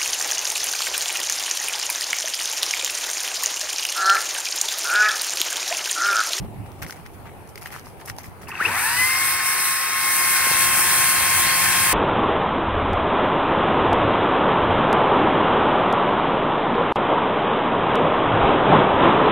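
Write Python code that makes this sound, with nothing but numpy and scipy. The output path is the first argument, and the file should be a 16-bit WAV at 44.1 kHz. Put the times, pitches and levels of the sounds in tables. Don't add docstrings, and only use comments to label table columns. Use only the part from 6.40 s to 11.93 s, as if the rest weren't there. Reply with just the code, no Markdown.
import sys
import numpy as np
from scipy import signal
from scipy.fft import rfft, irfft, next_fast_len
from scipy.io import wavfile
from scipy.ndimage import uniform_filter1d, map_coordinates

SR = 44100
rng = np.random.default_rng(int(sys.argv[2]) if len(sys.argv) > 2 else 0)


def waveform_to_disk(signal):
    frames = np.transpose(np.atleast_2d(signal))
    scaled = np.clip(frames, -1, 1) * 32767
    samples = np.round(scaled).astype(np.int16)
    wavfile.write(sys.argv[1], SR, samples)


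def amplitude_ratio(level_db):
    exponent = np.asarray(level_db, float) / 20
    return 10 ** exponent


N = 243873
TIME = np.arange(N) / SR
GOVERNOR_HZ = 179.15

# (time [s], bite [0-1])
BITE = [
    (2.2, 0.21),
    (3.5, 0),
    (3.8, 0.42),
    (4.1, 0.75),
    (4.4, 0.91),
    (5.0, 1),
    (5.53, 1.09),
]
# (centre [Hz], width [Hz], level [dB])
HOUSING = [(715, 154, -11), (1043, 370, -5), (1310, 114, -0.5), (1513, 104, 1.5), (1732, 95, 4.5),
           (1880, 240, 1), (2176, 154, 1), (2415, 320, 1), (2650, 810, -7.5)]


def unit(x):
    return x / np.sqrt(np.mean(x ** 2) + 1e-20)


def along(points, hz):
    f, v = np.transpose(points)
    return np.interp(np.log(hz + 1), np.log(f + 1), v)


def curves(rows):
    s, *cols = np.transpose(rows)
    return [np.interp(TIME, s, c) for c in cols]


def swells(rows):
    return sum(amplitude_ratio(db) * np.exp(-((TIME - s) / half) ** 2) for s, db, half in rows)


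def wobble(rate):
    return map_coordinates(rng.standard_normal(int(N * rate / SR) + 4), [TIME * rate])


def filtered(x, response):
    m = next_fast_len(N + SR // 4)
    return irfft(rfft(x, m) * response(np.fft.rfftfreq(m, 1 / SR)), m)[..., :N]


def modes(table):
    def response(f):
        total = 0
        for k, (centre, width, db) in enumerate(table):
            damping = 1j * f * width
            total = total + (-1) ** k * amplitude_ratio(db) * damping / (centre ** 2 - f * f + damping)
        return total
    return response


def colour(spectrum):
    return lambda hz: amplitude_ratio(along(spectrum, hz))


def grit(per_second, spread_db, noise_share, patchy_db):
    hits = rng.random((2, N)) < per_second / SR
    signs = np.sign(rng.standard_normal((2, N)))
    sizes = signs * amplitude_ratio(spread_db * np.clip(rng.standard_normal((2, N)), -2, 2))
    impacts = hits * sizes / np.sqrt(per_second / SR + 0.0016)
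    noise = rng.standard_normal((2, N))
    mix = np.sqrt(1 - noise_share) * unit(impacts) + np.sqrt(noise_share) * noise
    z = signal.stft(mix, nperseg=512)[2]
    field = uniform_filter1d(rng.standard_normal(z.shape[1:]), 6, 0)
    field = uniform_filter1d(field, 12, 1)
    return signal.istft(z * amplitude_ratio(patchy_db * unit(field)), nperseg=512)[1][:, :N]


def scattered(x):
    t = np.arange(SR // 20) / SR
    tail = rng.standard_normal(len(t)) * amplitude_ratio(-60 * t / 0.011)
    return np.array([x, signal.fftconvolve(x, tail / np.linalg.norm(tail))[:N]])


def soil(hz):
    dip_hz, width_hz, depth = 7340, 1200, 0.41
    return 1 - depth * np.exp(-((hz - dip_hz) / width_hz) ** 2)


def ports(pair, alike):
    # (frequency [Hz], level difference [dB])
    shading = [(100, -2.5), (400, 0), (1200, 1), (2300, 4), (2750, 7), (3400, 0), (4400, -8), (5400, -4),
               (6100, 4), (7500, 7), (9000, 4), (10500, 0), (12000, -2), (15000, -1)]
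    # (frequency [Hz], phase lead [rad])
    lead = [(1700, 0), (2150, .7), (2600, 0), (3200, -1.2), (4500, -1.4), (5300, -2.3), (7300, -3.3),
            (8200, -6.2), (9500, -4.4), (16000, -3)]

    def blend(hz):
        turn = np.arccos(np.clip(along(alike, hz), -1, 1)) / 2
        return np.array([np.cos(turn), np.sin(turn)])

    def shade(hz):
        half = amplitude_ratio(along(shading, hz) / 2) * np.exp(0.5j * along(lead, hz))
        return np.array([half, 1 / half])

    same, other = filtered(pair, blend)
    return filtered(np.array([same + other, same - other]), shade)


def shaft_hz():
    trigger_s, creep_hz_per_s, chain_on_s = 2.04, 120, 2.07
    ramp_s, ramp_hz_per_s = 2.154, 530
    knee_s, settle_s, aim_hz = 2.38, 0.15, 182
    sag_hz = 1.25
    climb = ramp_hz_per_s * (np.minimum(TIME, knee_s) - ramp_s)
    climb = aim_hz - (aim_hz - climb) * np.exp(-np.maximum(TIME - knee_s, 0) / settle_s)
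    creep = np.minimum(creep_hz_per_s * (TIME - trigger_s), climb.max() / 10)
    held = GOVERNOR_HZ - sag_hz * curves(BITE)[0]
    return (TIME > chain_on_s) * np.minimum(np.maximum(creep, climb), held)


def breeze():
    # (time [s], level [dB])
    wind = [(0, -37.5), (.5, -48), (2.3, -47), (2.95, -49.5), (3.3, -60), (3.8, -52), (4.2, -57.5),
            (5.53, -53)]
    # (time [s], level [dB])
    gusts = [(0.0, -33.5), (0.05, -45), (0.21, -41), (.44, -39), (1.72, -44.5), (1.89, -45), (2.05, -46),
             (2.3, -44), (2.62, -44), (2.95, -51), (4.02, -49), (4.29, -38.5), (4.58, -47), (4.82, -42),
             (5.41, -36.5)]
    # (frequency [Hz], density [dB per Hz])
    rumble = [(12, -41), (20, -14), (59, -3.5), (91, 3.5), (134, -0.5), (172, -5), (300, -10.5),
              (390, -15.5), (660, -120)]
    # (frequency [Hz], left-right likeness [0-1])
    alike = [(30, -.1), (120, .2), (300, .4)]
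    strength = amplitude_ratio(curves(wind)[0]) + swells((s, db, 0.038) for s, db in gusts)
    flutter = amplitude_ratio(1.5 + 2 * np.array([wobble(7.4), wobble(3.2)]))
    air = unit(filtered(rng.standard_normal((2, N)), colour(rumble)))
    return ports(strength * flutter * air, alike)


def far_garden():
    # (time [s], level [dB])
    swishes = [
        (0.03, -55),
        (2.27, -37),
        (4.13, -59),
    ]
    # (frequency [Hz], density [dB per Hz])
    spectrum = [(88, -19), (150, -4), (235, -11), (391, -2.5), (545, -8), (837, -4.5), (1060, -10.5),
                (1690, -17), (2270, -17), (4000, -30), (7620, -34), (9440, -24.5), (12200, -28),
                (15100, -29.5), (16000, -34)]
    duck_db, growl_db = -1, 4.5
    level_db = -45.5 + duck_db * shaft_hz() / GOVERNOR_HZ + growl_db * curves(BITE)[0]
    level = amplitude_ratio(level_db) + swells((s, db, 0.036) for s, db in swishes)
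    return level * unit(filtered(grit(3000, 1, 0.86, patchy_db=2), colour(spectrum[:-1])))


def knocks():
    # (time [s], peak level [dB])
    thumps = [
        (0.019, -25),
        (0.048, -14),
        (0.219, -33),
        (2.212, -11.5),
        (.865, -36),
        (2.616, -18),
        (4.069, -10),
        (4.114, -9),
    ]
    thuds = np.zeros(N)
    for s, db in thumps:
        thuds[round(s * SR)] = amplitude_ratio(db + 14)
    return filtered(thuds, modes([(150, 26, 5.5), (400, 270, 7), (750, 500, -2)]))


def leaves():
    # (time [s], length [s], body level [dB], treble level [dB])
    scuffs = [(0.258, .02, -52, -55), (0.418, 0.027, -33, -36), (0.465, 0.087, -46, -45),
              (0.556, 0.067, -54, -57), (0.653, 0.024, -47, -56), (0.856, 0.042, -44.5, -72),
              (1.086, 0.022, -65, -49), (1.172, 0.029, -54, -46), (1.212, 0.035, -44.5, -40.5),
              (1.252, 0.042, -41.5, -43), (1.31, 0.094, -40.5, -43), (1.441, 0.072, -53, -49.5),
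              (1.592, 0.048, -46.5, -53), (1.653, 0.02, -49, -40), (1.674, 0.036, -40, -37),
              (1.779, 0.035, -44.5, -43), (1.764, .006, -55, -45), (1.83, 0.055, -48, -45),
              (2.012, 0.039, -45.5, -47), (2.079, 0.032, -55, -39.5), (0.734, .02, -58, -51),
              (.385, 0.034, -60, -53)]
    body, treble = np.zeros((2, N))
    for s, length, body_db, treble_db in scuffs:
        u = np.clip((TIME - s) / length, 0, None)
        shape = (1 - np.exp(-u / 0.08)) * np.exp(-u ** 2.5)
        body += amplitude_ratio(body_db) * shape
        treble += amplitude_ratio(treble_db) * shape
    papery = modes([(1150, 500, 0), (2100, 1000, 0)])
    crisp = modes([(5500, 1800, 0), (10500, 4500, 0), (15000, 3500, -3)])
    crackle = body * unit(filtered(grit(300, 6, 0.3, patchy_db=2), papery))
    crackle += treble * unit(filtered(grit(500, 6, 0.35, patchy_db=2), crisp))
    return filtered(crackle, soil)


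def twigs():
    # (time [s], peak level [dB], ring [Hz], treble level [dB])
    snaps = [(0.261, -46, 950, -16), (0.318, -45, 1190, -2), (0.424, -24.5, 2220, -10),
             (0.431, -35, 2240, -19), (0.447, -29.5, 2200, -15), (0.465, -27, 1980, -15),
             (0.497, -23, 1480, -20), (0.508, -29, 2070, -2.5), (0.525, -25.5, 2020, -11),
             (0.664, -33.5, 2000, -11), (0.856, -31, 1150, -32), (1.075, -42, 980, -4),
             (1.091, -45, 1150, -13), (1.157, -28, 2090, -7), (1.177, -27, 2130, -18),
             (1.221, -32, 1250, -8), (1.259, -20.5, 1860, -26), (1.305, -31, 1960, -20),
             (1.325, -29, 1920, -21), (1.346, -30, 1930, -22), (1.355, -28, 1860, -22),
             (1.363, -22.5, 1260, -22), (1.396, -39, 1270, -4), (1.469, -29, 1110, -27),
             (0.872, -33, 1150, -32), (1.682, -32, 2010, -14), (1.699, -17.5, 1880, -14),
             (1.785, -24.5, 902, -7.5), (1.844, -33, 1890, -15), (2.085, -39, 2600, -3)]
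    thin_left_db = 3.2
    out, t = np.zeros((2, N + SR)), np.arange(SR // 16) / SR
    bright = signal.butter(2, 4000, "high", fs=SR)
    mic_peak = signal.iirpeak(5600, 3, SR)
    short, tail = amplitude_ratio(-60 * t / 0.005), amplitude_ratio(-60 * t / 0.035)
    for s, db, hz, treble_db in snaps:
        noise = rng.standard_normal((2, len(t)))
        pan_db = thin_left_db * np.log2(hz / 1200)
        gain = amplitude_ratio(db + np.array([[pan_db / 2], [-pan_db / 2]]))
        ring = np.sin(2 * np.pi * hz * t) * amplitude_ratio(-60 * t / 0.009)
        splinter = 0.92 * signal.lfilter(*bright, noise) + 2 * signal.lfilter(*mic_peak, noise)
        crack = amplitude_ratio(treble_db + 7.5) * splinter * (short + 0.08 * tail)
        crumble = 0.7 * signal.lfilter(*signal.iirpeak(hz, 1.2, SR), noise) * tail
        out[:, round(s * SR):][:, :len(t)] += gain * (ring + crack + crumble)
    return filtered(out[:, :N], soil)


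def unsteady_sine(order, angle, climb):
    level = amplitude_ratio((1 + 3.5 * climb) * wobble(24.02))
    return np.sqrt(2) * level * np.sin(order * angle + 2 * np.pi * rng.random())


def sprocket(speed, angle, climb):
    # (time [s], level [dB])
    ring = [(2.27, -40), (2.315, -32), (2.37, -32), (2.4, -40), (2.47, -28), (2.55, -34), (2.6, -20.5),
            (2.72, -23.5), (2.97, -33), (3.08, -30), (3.4, -37.5), (3.56, -30.5), (3.97, -30.5), (4.1, -29),
            (4.25, -29), (4.39, -35), (4.65, -31), (5.53, -30.5)]
    awake = np.clip(speed / 80, 0, 1) ** 3
    tooth_db = -33.5 + 4 * curves(BITE)[0] - 24 * climb ** 2
    tooth = amplitude_ratio(tooth_db) * unsteady_sine(6, angle, climb)
    return awake * (tooth + amplitude_ratio(curves(ring)[0]) * unsteady_sine(12, angle, climb))


def motor_orders(speed, angle, climb):
    # (shaft multiple, free running level [dB], cutting level [dB])
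    orders = [(2, -60, -52), (3, -60, -49), (4, -60, -52), (5, -60, -47), (7, -39, -42), (9, -44, -36),
              (10, -42, -42), (11, -41, -39), (13, -60, -40), (15, -52, -42), (18, -45, -36.5),
              (21, -45, -60), (24, -49, -44), (30, -37, -41), (36, -44, -48), (45, -53, -49),
              (48, -50, -48)]
    (bite,) = curves(BITE)
    pull = amplitude_ratio(7 * climb) * np.clip(speed / 110, 0, 1) ** 2
    late = (speed / speed[-1]) ** 4.5

    def swell(hz):
        return np.sqrt(0.19 + np.abs(modes(HOUSING)(hz)))

    out = np.zeros(N)
    for order, free_db, cut_db in orders:
        level = amplitude_ratio(free_db + (cut_db - free_db) * bite)
        level = level * swell(order * speed) / swell(order * speed[-1])
        out += level * (pull if order <= 18 else late) * unsteady_sine(order, angle, climb)
    return out


def start_squeal(angle):
    # (time [s], level [dB], half length [s])
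    squeals = [
        (2.209, -18, 0.0098),
        (2.226, -18, .004),
        (2.257, -15, 0.0083),
    ]
    slots = 48
    return swells(squeals) * (1.2 * np.sin(slots * angle) + 0.058 * np.sin(2 * slots * angle))


def tones():
    speed = shaft_hz()
    angle = 2 * np.pi * np.cumsum(speed * (1 + 0.00047 * wobble(25.29))) / SR
    climb = np.clip(1 - speed / speed[-1], 0, 1) ** 0.5
    strikes_per_turn = 0.962
    strikes = amplitude_ratio(-72 + 26.4 * curves(BITE)[0]) * unsteady_sine(strikes_per_turn, angle, climb)
    return sprocket(speed, angle, climb) + motor_orders(speed, angle, climb) + strikes + start_squeal(angle)


def jolts():
    # (time [s], peak level [dB], ring [Hz])
    links = [
        (2.073, -30.5, 2650),
        (2.087, -24, 1010),
        (2.0954, -25, 890),
        (2.1047, -22, 1830),
        (2.1164, -19.5, 2620),
        (2.124, -23, 1190),
        (2.1404, -24, 1040),
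        (2.153, -18.5, 2650),
        (2.1747, -23, 2580),
        (2.1894, -23, 1260),
    ]
    out, t = np.zeros(N), np.arange(SR // 20) / SR
    for s, db, hz in links:
        attack = 1 - np.exp(-t / 0.00052)
        out[round(s * SR):][:len(t)] += amplitude_ratio(db - 60 * t / 0.021) * np.sin(2 * np.pi * hz * t) * attack
    return out


def chain_level(db, grows, idle=0):
    # (time [s], level [dB])
    facing = [(2.2, 0), (2.55, 0.5), (2.65, 1), (2.8, 0.5), (3.2, 1), (3.5, -0.2), (4.0, 1.5), (4.8, 0.5),
              (5.53, 1.2)]
    pace = np.maximum(shaft_hz() / GOVERNOR_HZ - idle, 0)
    return amplitude_ratio(db + curves(facing)[0]) * pace ** grows


def rattle():
    speed = shaft_hz()
    pace = speed / GOVERNOR_HZ
    slack = (1 - pace) * np.clip(pace / 0.2, 0, 1)
    level = chain_level(-28.5 + 3.5 * curves(BITE)[0] + 10.5 * slack, 0.53)
    return level * unit(filtered(grit(14 * speed, 3.4, 1, patchy_db=0.7), modes(HOUSING)))


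def scrape_and_hiss():
    # (frequency [Hz], density [dB per Hz])
    scraping = [(2300, -35), (2600, -1.5), (2900, -9.5), (3250, -5.5), (3500, -5), (3900, -5.5),
                (4400, -5.5), (5000, -6), (5400, -3), (5900, -5), (6500, -9), (7200, -5), (8500, -18)]
    # (frequency [Hz], density [dB per Hz])
    hissing = [(3820, -22), (6500, -4.5), (7250, -8.5), (8490, -0.5), (8990, 3), (12600, -2.5), (15100, -4),
               (16000, -10)]
    # (centre [Hz], half width [Hz])
    notches = [(3100, 85), (5860, 41), (3440, 120), (7030, 540)]
    speed, (bite,) = shaft_hz(), curves(BITE)
    taut = 0.043
    scrape = unit(filtered(grit(25 * speed, 5.5, 0.45, patchy_db=2), colour(scraping)))
    hiss = unit(filtered(grit(40 * speed, 5.4, 0.67, patchy_db=0), colour(hissing[:-1])))
    hiss_db = -25 + 4.5 * np.abs(bite) ** 0.53 + 1.3 * wobble(13)
    bright = chain_level(-32 + 3.5 * bite, 0.65, taut) * scrape + chain_level(hiss_db, 0.97, taut) * hiss

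    def dips(hz):
        return sum(np.exp(-((hz - centre) / half) ** 2) for centre, half in notches)

    return bright - (0.6 - 0.46 * bite) * filtered(bright, dips)


def growl():
    # (frequency [Hz], density [dB per Hz])
    spectrum = [(53, -15), (90, -3.5), (173, -12.5), (259, -14.5), (354, -10), (465, -34), (525, -15.5),
                (1000, -8.5), (1300, -46), (2200, -120)]
    speed = shaft_hz()
    level = amplitude_ratio(-53 + 16.5 * curves(BITE)[0]) * speed / speed[-1]
    return level * unit(filtered(grit(600, 12, 0.58, patchy_db=-1.5), colour(spectrum)))


def scene():
    # (frequency [Hz], left-right likeness [0-1])
    far_alike = [(60, 0.96), (300, 0.93), (2000, 0.067), (5000, 0.11), (15000, 0.054)]
    near_alike = [(100, .55), (250, .8), (500, .96), (1200, .94), (2200, .62), (4000, .4), (5500, .6),
                  (7300, .45), (9000, .28), (15000, .15)]
    tone_alike = [(100, .99), (3000, .97), (9000, .85)]
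    surroundings = breeze() + ports(far_garden() + leaves(), far_alike) + twigs()
    blows = scattered(knocks() + jolts())
    chain = rattle() + scrape_and_hiss() + growl()
    return surroundings + ports(blows + chain, near_alike) + ports(scattered(tones()), tone_alike)


def low_pass(x):
    return signal.sosfilt(signal.butter(12, 17070, fs=SR, output="sos"), x)


def record(dry):
    mix = filtered(dry, lambda hz: hz < 15750)
    return low_pass(mix)


dry = scene()
out = record(dry)
waveform_to_disk(out)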